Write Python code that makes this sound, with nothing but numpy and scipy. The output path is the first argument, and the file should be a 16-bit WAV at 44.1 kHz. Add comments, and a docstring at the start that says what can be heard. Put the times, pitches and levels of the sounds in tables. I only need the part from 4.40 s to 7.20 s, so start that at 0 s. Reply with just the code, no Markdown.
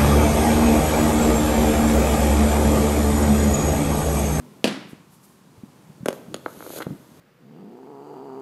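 """Backyard hockey practice

A shot puck cracks against boards, modelled as ringing modes plus noise bursts, and the yard echoes.
The stick pulls the next puck off a stack: it clatters onto a plastic pad as struck modes, is tapped
by the blade, swept along with a rising friction hiss and flicked off the toe.
Feet thud on the dry lawn as short low swells, over rustles, a low ring and outdoor air of coloured noise."""
import sys
import numpy as np
from scipy import signal
from scipy.fft import rfft, irfft, next_fast_len
from scipy.io import wavfile

SR = 44100
rng = np.random.default_rng(int(sys.argv[2]) if len(sys.argv) > 2 else 0)


def digitize_waveform(pressure):
    """Quantize a signal to 16-bit integers and store it at the path in sys.argv[1].

    Rows of a 2-D input are taken as channels; values are limited to [-1, 1].
    """
    field = np.atleast_2d(pressure).T
    bounded = np.clip(field, -1, 1)
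    quanta = np.round(bounded * 32767).astype(np.int16)
    wavfile.write(sys.argv[1], SR, quanta)


N = 123479
TIME = np.arange(N) / SR  # seconds

# The shot landing, then its reflections. Each row: start in seconds, level in dB.
CRACK_ARRIVALS = [(0.2422, -0.94), (.2546, -12), (0.2743, -14), (.2785, -13)]
# Modes of the struck boards. Each row: frequency in Hz, level in dB, t60 in seconds.
BOARD_MODES = [(202, -10.5, 0.084), (273, -8, 0.027), (434, -26, 0.059), (530, -12, 0.077),
               (631, -22, 0.11), (960, -22.5, 0.053), (1614, -34.5, 0.27), (2440, -34, .3),
               (2570, -21, 0.046), (2720, -19, 0.018), (3670, -25, 0.044), (4670, -28.5, 0.09)]
# Colour of the crack's short burst. Each row: frequency in Hz, relative level in dB per Hz.
CRACK_COLOUR = [(100, -28), (400, 6.5), (900, 3.5), (2200, -1.5), (2900, 5.5), (4300, 0), (6000, -8),
                (11500, -11.5), (15500, -21)]
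# Colour of the crack's wash round the yard. Each row: frequency in Hz, relative level in dB per Hz.
CRACK_WASH_COLOUR = [(60, -37), (120, -4), (190, 11.5), (400, 5.5), (650, 0.5), (950, -4), (2700, -5),
                     (4800, -8.5), (6100, -13.5), (11000, -18.5), (15500, -42)]
# The puck knocking on the pad; the row at 1.9432 s is the blade striking the puck. Each row: start in seconds,
# knock, edge click and puck ring levels in dB.
PAD_KNOCKS = [(1.6584, -1.5, -23, -28.5), (1.6653, -12, -40, -46), (1.6844, 1, -19.5, -25),
              (1.6894, -21, -25, -36), (1.7282, -14, -32.5, -42), (1.9432, -10.5, -27, -21.5),
              (2.386, -15.5, -37, -44)]
# Modes of the plastic pad. Each row: frequency in Hz, level in dB, t60 in seconds.
PAD_MODES = [(242, -16.5, 0.032), (382, -11, 0.021), (564, -11.5, 0.018), (1360, -16, 0.0087),
             (1570, -26, 0.03), (2310, -34, 0.016)]
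# Colour of the puck's edge click. Each row: frequency in Hz, relative level in dB per Hz.
CLICK_COLOUR = [(300, -1), (1500, 4.5), (2400, -1.5), (11000, -7.5), (15500, -13)]
# Modes of the hard puck. Each row: frequency in Hz, level in dB, t60 in seconds.
PUCK_MODES = [(3400, -2, 0.0077), (4350, -7, .008), (6730, -5, 0.013), (10340, -8, .011)]
# The blade touching puck or pad. Each row: start in seconds, level in dB, contact hardness as cut-off in Hz.
BLADE_TAPS = [(2.0605, 0, 1650), (2.205, -15.5, 1700), (2.2244, -16.5, 2220), (2.263, -13.5, 1150),
              (2.3025, -7.5, 623), (2.403, -9, 1610), (2.4097, -10.5, 2000), (2.4196, -13.5, 3500),
              (2.425, -17, 4500), (2.466, 0, 450), (2.5042, -15, 615)]
# Modes of the blade. Each row: frequency in Hz, level in dB, t60 in seconds.
BLADE_MODES = [(311, -20.5, 0.031), (485, -20, 0.028), (638, -20.5, 0.026), (868, -16, 0.012),
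               (1334, -12.5, 0.012), (1600, -14, 0.0074), (2160, -20, 0.009), (3200, -27, 0.01),
               (4120, -21.5, 0.013)]
# The sweep along the pad. Each row: time in seconds, level of the sliding hiss in dB.
SWEEP_LEVEL = [(1.69, -90), (1.74, -55), (1.88, -74), (2.06, -63.5), (2.1, -55.5), (2.19, -54), (2.27, -49),
               (2.345, -43.5), (2.386, -38), (2.396, -49.5), (2.43, -53), (2.46, -66.5)]
# Colour of the friction hiss. Each row: frequency in Hz, relative level in dB per Hz.
HISS_COLOUR = [(2000, -12), (4200, -6.5), (5500, -15), (6600, -5), (7400, -11.5), (9500, -9.5),
               (10500, -5.5), (11200, -5.5), (12400, -0.5), (13300, -9), (15500, -24)]
# Spinning puck rubbing on the blade's tape. Each row: centre in seconds, level in dB, half length in seconds.
TAPE_RASPS = [(1.705, -49, 0.0069), (1.957, -46.5, 0.0048), (2.409, -39, 0.0035), (2.423, -33.5, 0.0047)]
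# Colour of those rasps. Each row: frequency in Hz, relative level in dB per Hz.
RASP_COLOUR = [(600, -3), (1500, 5.5), (4200, -0.5), (5500, -10), (12000, -15)]
# Shudders of the pad. Each row: centre in seconds, level in dB, half length in seconds.
PAD_WOBBLES = [(1.935, -40, 0.029), (2.512, -36, 0.029)]
# Colour of those shudders. Each row: frequency in Hz, relative level in dB per Hz.
WOBBLE_COLOUR = [(70, -14.5), (170, 1), (330, -0.5), (600, -45.5)]
# Feet and stick on the lawn. Each row: start in seconds, level in dB, frequency in Hz, rise in seconds.
LAWN_THUDS = [(.531, -26, 245, 0.0015), (1.175, -41, 105, 0.0071), (1.234, -26.5, 210, 0.0026),
              (1.495, -36, 150, 0.0048), (1.605, -31.5, 137, 0.0047), (1.630, -25.5, 189, 0.0029),
              (1.881, -32, 184, 0.0037), (1.919, -31, 237, 0.0017), (2.172, -34.5, 195, 0.0021),
              (2.4659, -22, 175, 0.0032), (2.504, -27.5, 158, 0.0035), (2.511, -26.5, 282, 0.004),
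              (2.524, -30, 163, 0.0059)]
# Faint cloth and dry grass. Each row: centre in seconds, level in dB, half length in seconds.
FAINT_RUSTLES = [(0.507, -55.5, 0.018), (0.736, -57.5, 0.023), (0.846, -56.5, 0.01), (0.887, -60.5, 0.066)]
# Colour of those rustles. Each row: frequency in Hz, relative level in dB per Hz.
RUSTLE_COLOUR = [(1500, -21), (4500, -1.5), (9000, 4), (12500, 4.5), (15500, 1.5)]
# Colour of the low rustle of movement. Each row: frequency in Hz, relative level in dB per Hz.
SHUFFLE_COLOUR = [(40, -38), (150, 0), (300, -8.5), (600, -16), (1500, -27), (5000, -35.5)]
# The low rustle over time. Each row: time in seconds, level in dB.
SHUFFLE_OVER_TIME = [(0, -47.5), (.55, -53), (.7, -56), (1.08, -55), (1.18, -52), (1.6, -51), (1.85, -48.5),
                     (2.53, -48), (2.66, -51.5), (2.8, -47.5)]
# How long the yard rings. Each row: frequency in Hz, t60 in seconds.
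YARD_DECAY = [(150, .75), (500, .58), (2000, .7), (4500, .56), (7000, .41), (13000, .34)]
# Colour of the yard's echo of the stickwork. Each row: frequency in Hz, relative level in dB per Hz.
YARD_COLOUR = [(100, -3), (400, -1), (1200, -4), (14000, -6)]
# Colour of the outdoor air. Each row: frequency in Hz, relative level in dB per Hz.
AIR_COLOUR = [(29, -62), (50, -6), (150, 3), (214, 2), (557, -21.5), (964, -3.5), (1970, -17),
              (8070, -20.5), (15000, -28.5)]

CRACK_DB, CRACK_T60_S, CRACK_PUSH_DB, CRACK_PUSH_HZ = -14, 0.039, 1.5, 4170
SLAP_HZ, SLAP_DB, SLAP_RISE_S = 526, -6.5, 0.0015  # the first push of the boards
THUMP_HZ, THUMP_DB, THUMP_RISE_S = 95, -25.5, 0.0014  # their whole bulk gives way
# The low boom returns in a flutter, each return quieter by the loss.
BOOM_HZ, BOOM_DB, BOOM_EVERY_S, BOOM_LOSS_DB, BOOM_RISE_S = 195, -19, 0.024, 4.5, 0.0095
WASH_DB, WASH_RISE_S = -23.5, 0.0043
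CLICK_T60_S, PAD_LOW_HZ = 0.015, 140
GRIT_PER_S, GRIT_DB = 900, -2.5  # crackle, relative to the hiss
# The rumble moves by RUMBLE_FOLLOWS dB for each dB of the sweep.
SLIPS_PER_S, RUMBLE_DB, RUMBLE_FOLLOWS, RASP_PER_S = 300, -3.5, 0.85, 1700
ECHO_S, ECHO_DB = 0.0213, -17.5  # one clear reflection off a wall
YARD_DB, YARD_RISE_S = -16.5, 0.002
RING_HZ, RING_DB, RING_T60_S = 247.6, -39.5, 0.39
AIR_DB = -58.5
MIC_LOW_HZ, MIC_TOP_HZ, CUTOFF_HZ = 69, 13900, 15600


def from_db(db):
    """Turn decibels into gain."""
    return 10 ** (np.asarray(db) / 20)


def at_hz(points, hz):
    """Read a table on a log-frequency axis."""
    table_hz, values = np.transpose(points)
    return np.interp(np.log(hz + 1e-9), np.log(table_hz), values)


def in_time(rows):
    """Join rows of time and value by straight lines."""
    return np.interp(TIME, *np.transpose(rows))


def grains(colour, per_s):
    """Random sharp ticks of a given colour, rms 1."""
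    size = next_fast_len(N)
    hz = np.arange(size // 2 + 1) * SR / size
    ticks = (rng.random(size) < per_s / SR) * rng.standard_normal(size)
    spectrum = rfft(ticks) * from_db(at_hz(colour, hz)) * (hz > 20)
    x = irfft(spectrum, size)[:N]
    return x / x.std()


def noise(colour):
    """Smooth noise of a given colour, rms 1: a tick on every sample."""
    return grains(colour, SR)


def dying(t60):
    """Exponential decay, down 60 dB after t60 seconds."""
    return np.exp(-np.log(1000) * TIME / t60)


def swell(centre_s, half_s):
    """A bell-shaped rise and fall."""
    return np.exp(-0.5 * ((TIME - centre_s) / half_s) ** 2)


def placed(x, start_s):
    """Move a sound to its start time."""
    silence = np.zeros(int(max(start_s, 0) * SR))
    return np.concatenate([silence, x])[:N]


def soften(x, hz, order=2):
    """Low-pass: a soft contact or a dull ear for treble."""
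    low_pass = signal.butter(order, min(hz, SR / 2 - 1), fs=SR, output="sos")
    return signal.sosfilt(low_pass, x + 1e-18)


def thin(x, hz):
    """High-pass of a body or microphone that passes little bass."""
    high_pass = signal.butter(2, hz, "high", fs=SR, output="sos")
    return signal.sosfilt(high_pass, x + 1e-18)


def struck(modes, spread_db):
    """One blow on a body: every mode rings and decays, its strength varied at random."""
    t = TIME[:SR // 2]
    rings = np.zeros(len(t))
    for k, (hz, db, t60) in enumerate(modes):
        strength = (-1) ** k * from_db(db + spread_db * rng.normal())  # neighbours push opposite ways
        rings += strength * np.sin(2 * np.pi * hz * t) * np.exp(-np.log(1000) * t / t60)
    return np.pad(rings, (0, N - len(t)))


def thud(hz, rise_s):
    """A few low cycles that swell and die."""
    u = TIME / max(rise_s, 1e-4)
    envelope = u * np.exp(1 - np.minimum(u, 100))
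    return envelope * np.sin(2 * np.pi * hz * TIME)


def wash(colour, rise_s):
    """Diffuse echo of fence, house and trees; each octave dies at its own rate."""
    rest, out = noise(colour), 0
    for hz in 125 * 2.0 ** np.arange(8):
        top_hz = min(hz * np.sqrt(2), SR / 2 - 1000)
        low_pass = signal.butter(4, top_hz, fs=SR, output="sos")
        band = signal.sosfiltfilt(low_pass, rest)
        rest = rest - band
        out = out + band * dying(at_hz(YARD_DECAY, hz))
    return out * (1 - np.exp(-TIME / rise_s))


def shot():
    """The puck hits the boards: spike, slap, modes and burst, then a thump, a low flutter and the wash."""
    spike = from_db(CRACK_PUSH_DB) * soften(signal.unit_impulse(N), CRACK_PUSH_HZ)
    slap = from_db(SLAP_DB) * thud(SLAP_HZ, SLAP_RISE_S)
    burst = from_db(CRACK_DB) * noise(CRACK_COLOUR) * dying(CRACK_T60_S)
    crack = spike + slap + struck(BOARD_MODES, spread_db=0.5) + burst
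    cracks = sum(from_db(db) * placed(crack, s) for s, db in CRACK_ARRIVALS)

    start_s = CRACK_ARRIVALS[0][0]
    thump = placed(from_db(THUMP_DB) * thud(THUMP_HZ, THUMP_RISE_S), start_s)
    flutter = 0
    for k in range(3):
        boom = from_db(BOOM_DB - BOOM_LOSS_DB * k) * thud(BOOM_HZ, BOOM_RISE_S)
        flutter = flutter + placed(boom, start_s + (k + 1) * BOOM_EVERY_S)
    tail = placed(from_db(WASH_DB) * wash(CRACK_WASH_COLOUR, WASH_RISE_S), start_s)
    return cracks + thump + flutter + tail


def puck_on_pad():
    """Hollow knocks of the pad, each with a click of the puck's edge and the puck's own brief ring."""
    knocks = 0
    for start_s, knock_db, click_db, ring_db in PAD_KNOCKS:
        knock = from_db(knock_db) * struck(PAD_MODES, spread_db=2)
        click = from_db(click_db) * noise(CLICK_COLOUR) * dying(CLICK_T60_S)
        ring = from_db(ring_db) * struck(PUCK_MODES, spread_db=0)
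        knocks = knocks + placed(knock + click + ring, start_s)
    return thin(knocks, PAD_LOW_HZ)


def blade():
    """Dull taps: the taped blade's modes, low-passed by the contact, harder as the puck rolls off the toe."""
    taps = 0
    for start_s, db, hardness_hz in BLADE_TAPS:
        tap = soften(struck(BLADE_MODES, spread_db=0.5), hardness_hz)
        taps = taps + placed(from_db(db) * tap, start_s)
    return taps


def slide():
    """Friction hisses and crackles, small slips ring the pad, all following the sweep; the tape rasps."""
    level_db = in_time(SWEEP_LEVEL)
    grit = from_db(GRIT_DB) * grains(HISS_COLOUR, GRIT_PER_S)
    hiss = from_db(level_db) * (noise(HISS_COLOUR) + grit)

    slips = (rng.random(N) < SLIPS_PER_S / SR) * rng.standard_normal(N)
    rub = signal.fftconvolve(slips, struck(PAD_MODES, spread_db=2))[:N]
    rub = thin(rub, PAD_LOW_HZ)
    sliding = (TIME > SWEEP_LEVEL[0][0]) * (TIME < SWEEP_LEVEL[-1][0])
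    rumble = from_db(RUMBLE_DB + RUMBLE_FOLLOWS * level_db) * rub / rub.std() * sliding

    rasp_level = sum(from_db(db) * swell(s, half_s) for s, db, half_s in TAPE_RASPS)
    return hiss + rumble + rasp_level * grains(RASP_COLOUR, RASP_PER_S)


def pad_wobble():
    """The pad shudders on the grass as the player's weight and blade load it and let it go."""
    level = sum(from_db(db) * swell(s, half_s) for s, db, half_s in PAD_WOBBLES)
    return level * noise(WOBBLE_COLOUR)


def player():
    """Thuds on the lawn as low swells; shuffling and faint rustles as coloured noise."""
    thuds = sum(placed(from_db(db) * thud(hz, rise_s), s) for s, db, hz, rise_s in LAWN_THUDS)
    rustle_level = sum(from_db(db) * swell(s, half_s) for s, db, half_s in FAINT_RUSTLES)
    rustles = rustle_level * noise(RUSTLE_COLOUR)
    shuffle = from_db(in_time(SHUFFLE_OVER_TIME)) * noise(SHUFFLE_COLOUR)
    return thuds + rustles + shuffle


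def low_ring():
    """One low sine that dies away from the start."""
    return from_db(RING_DB) * np.sin(2 * np.pi * RING_HZ * TIME) * dying(RING_T60_S)


def outdoor_air():
    """Steady coloured noise of the open air."""
    return from_db(AIR_DB) * noise(AIR_COLOUR)


def in_yard(near):
    """Add one clear wall reflection and the yard's diffuse echo to the near sounds."""
    echo = wash(YARD_COLOUR, YARD_RISE_S)
    reflection = from_db(ECHO_DB) * placed(near, ECHO_S)
    diffuse = from_db(YARD_DB) * signal.fftconvolve(near, echo / np.linalg.norm(echo))[:N]
    return near + reflection + diffuse


def scene():
    """The far crack, the near stickwork with its echo, the player and the open air."""
    stickwork = in_yard(puck_on_pad() + blade() + slide())
    mix = shot() + stickwork + pad_wobble() + player() + low_ring() + outdoor_air()
    return mix[None]  # one channel


def record(dry):
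    """The microphone thins the deep bass and softens the top, which is then cut steeply."""
    x = thin(soften(dry, MIC_TOP_HZ, order=4), MIC_LOW_HZ)
    steep_cut = signal.ellip(10, 0.1, 80, CUTOFF_HZ, fs=SR, output="sos")
    return signal.sosfilt(steep_cut, x)


dry = scene()
out = record(dry)
digitize_waveform(out)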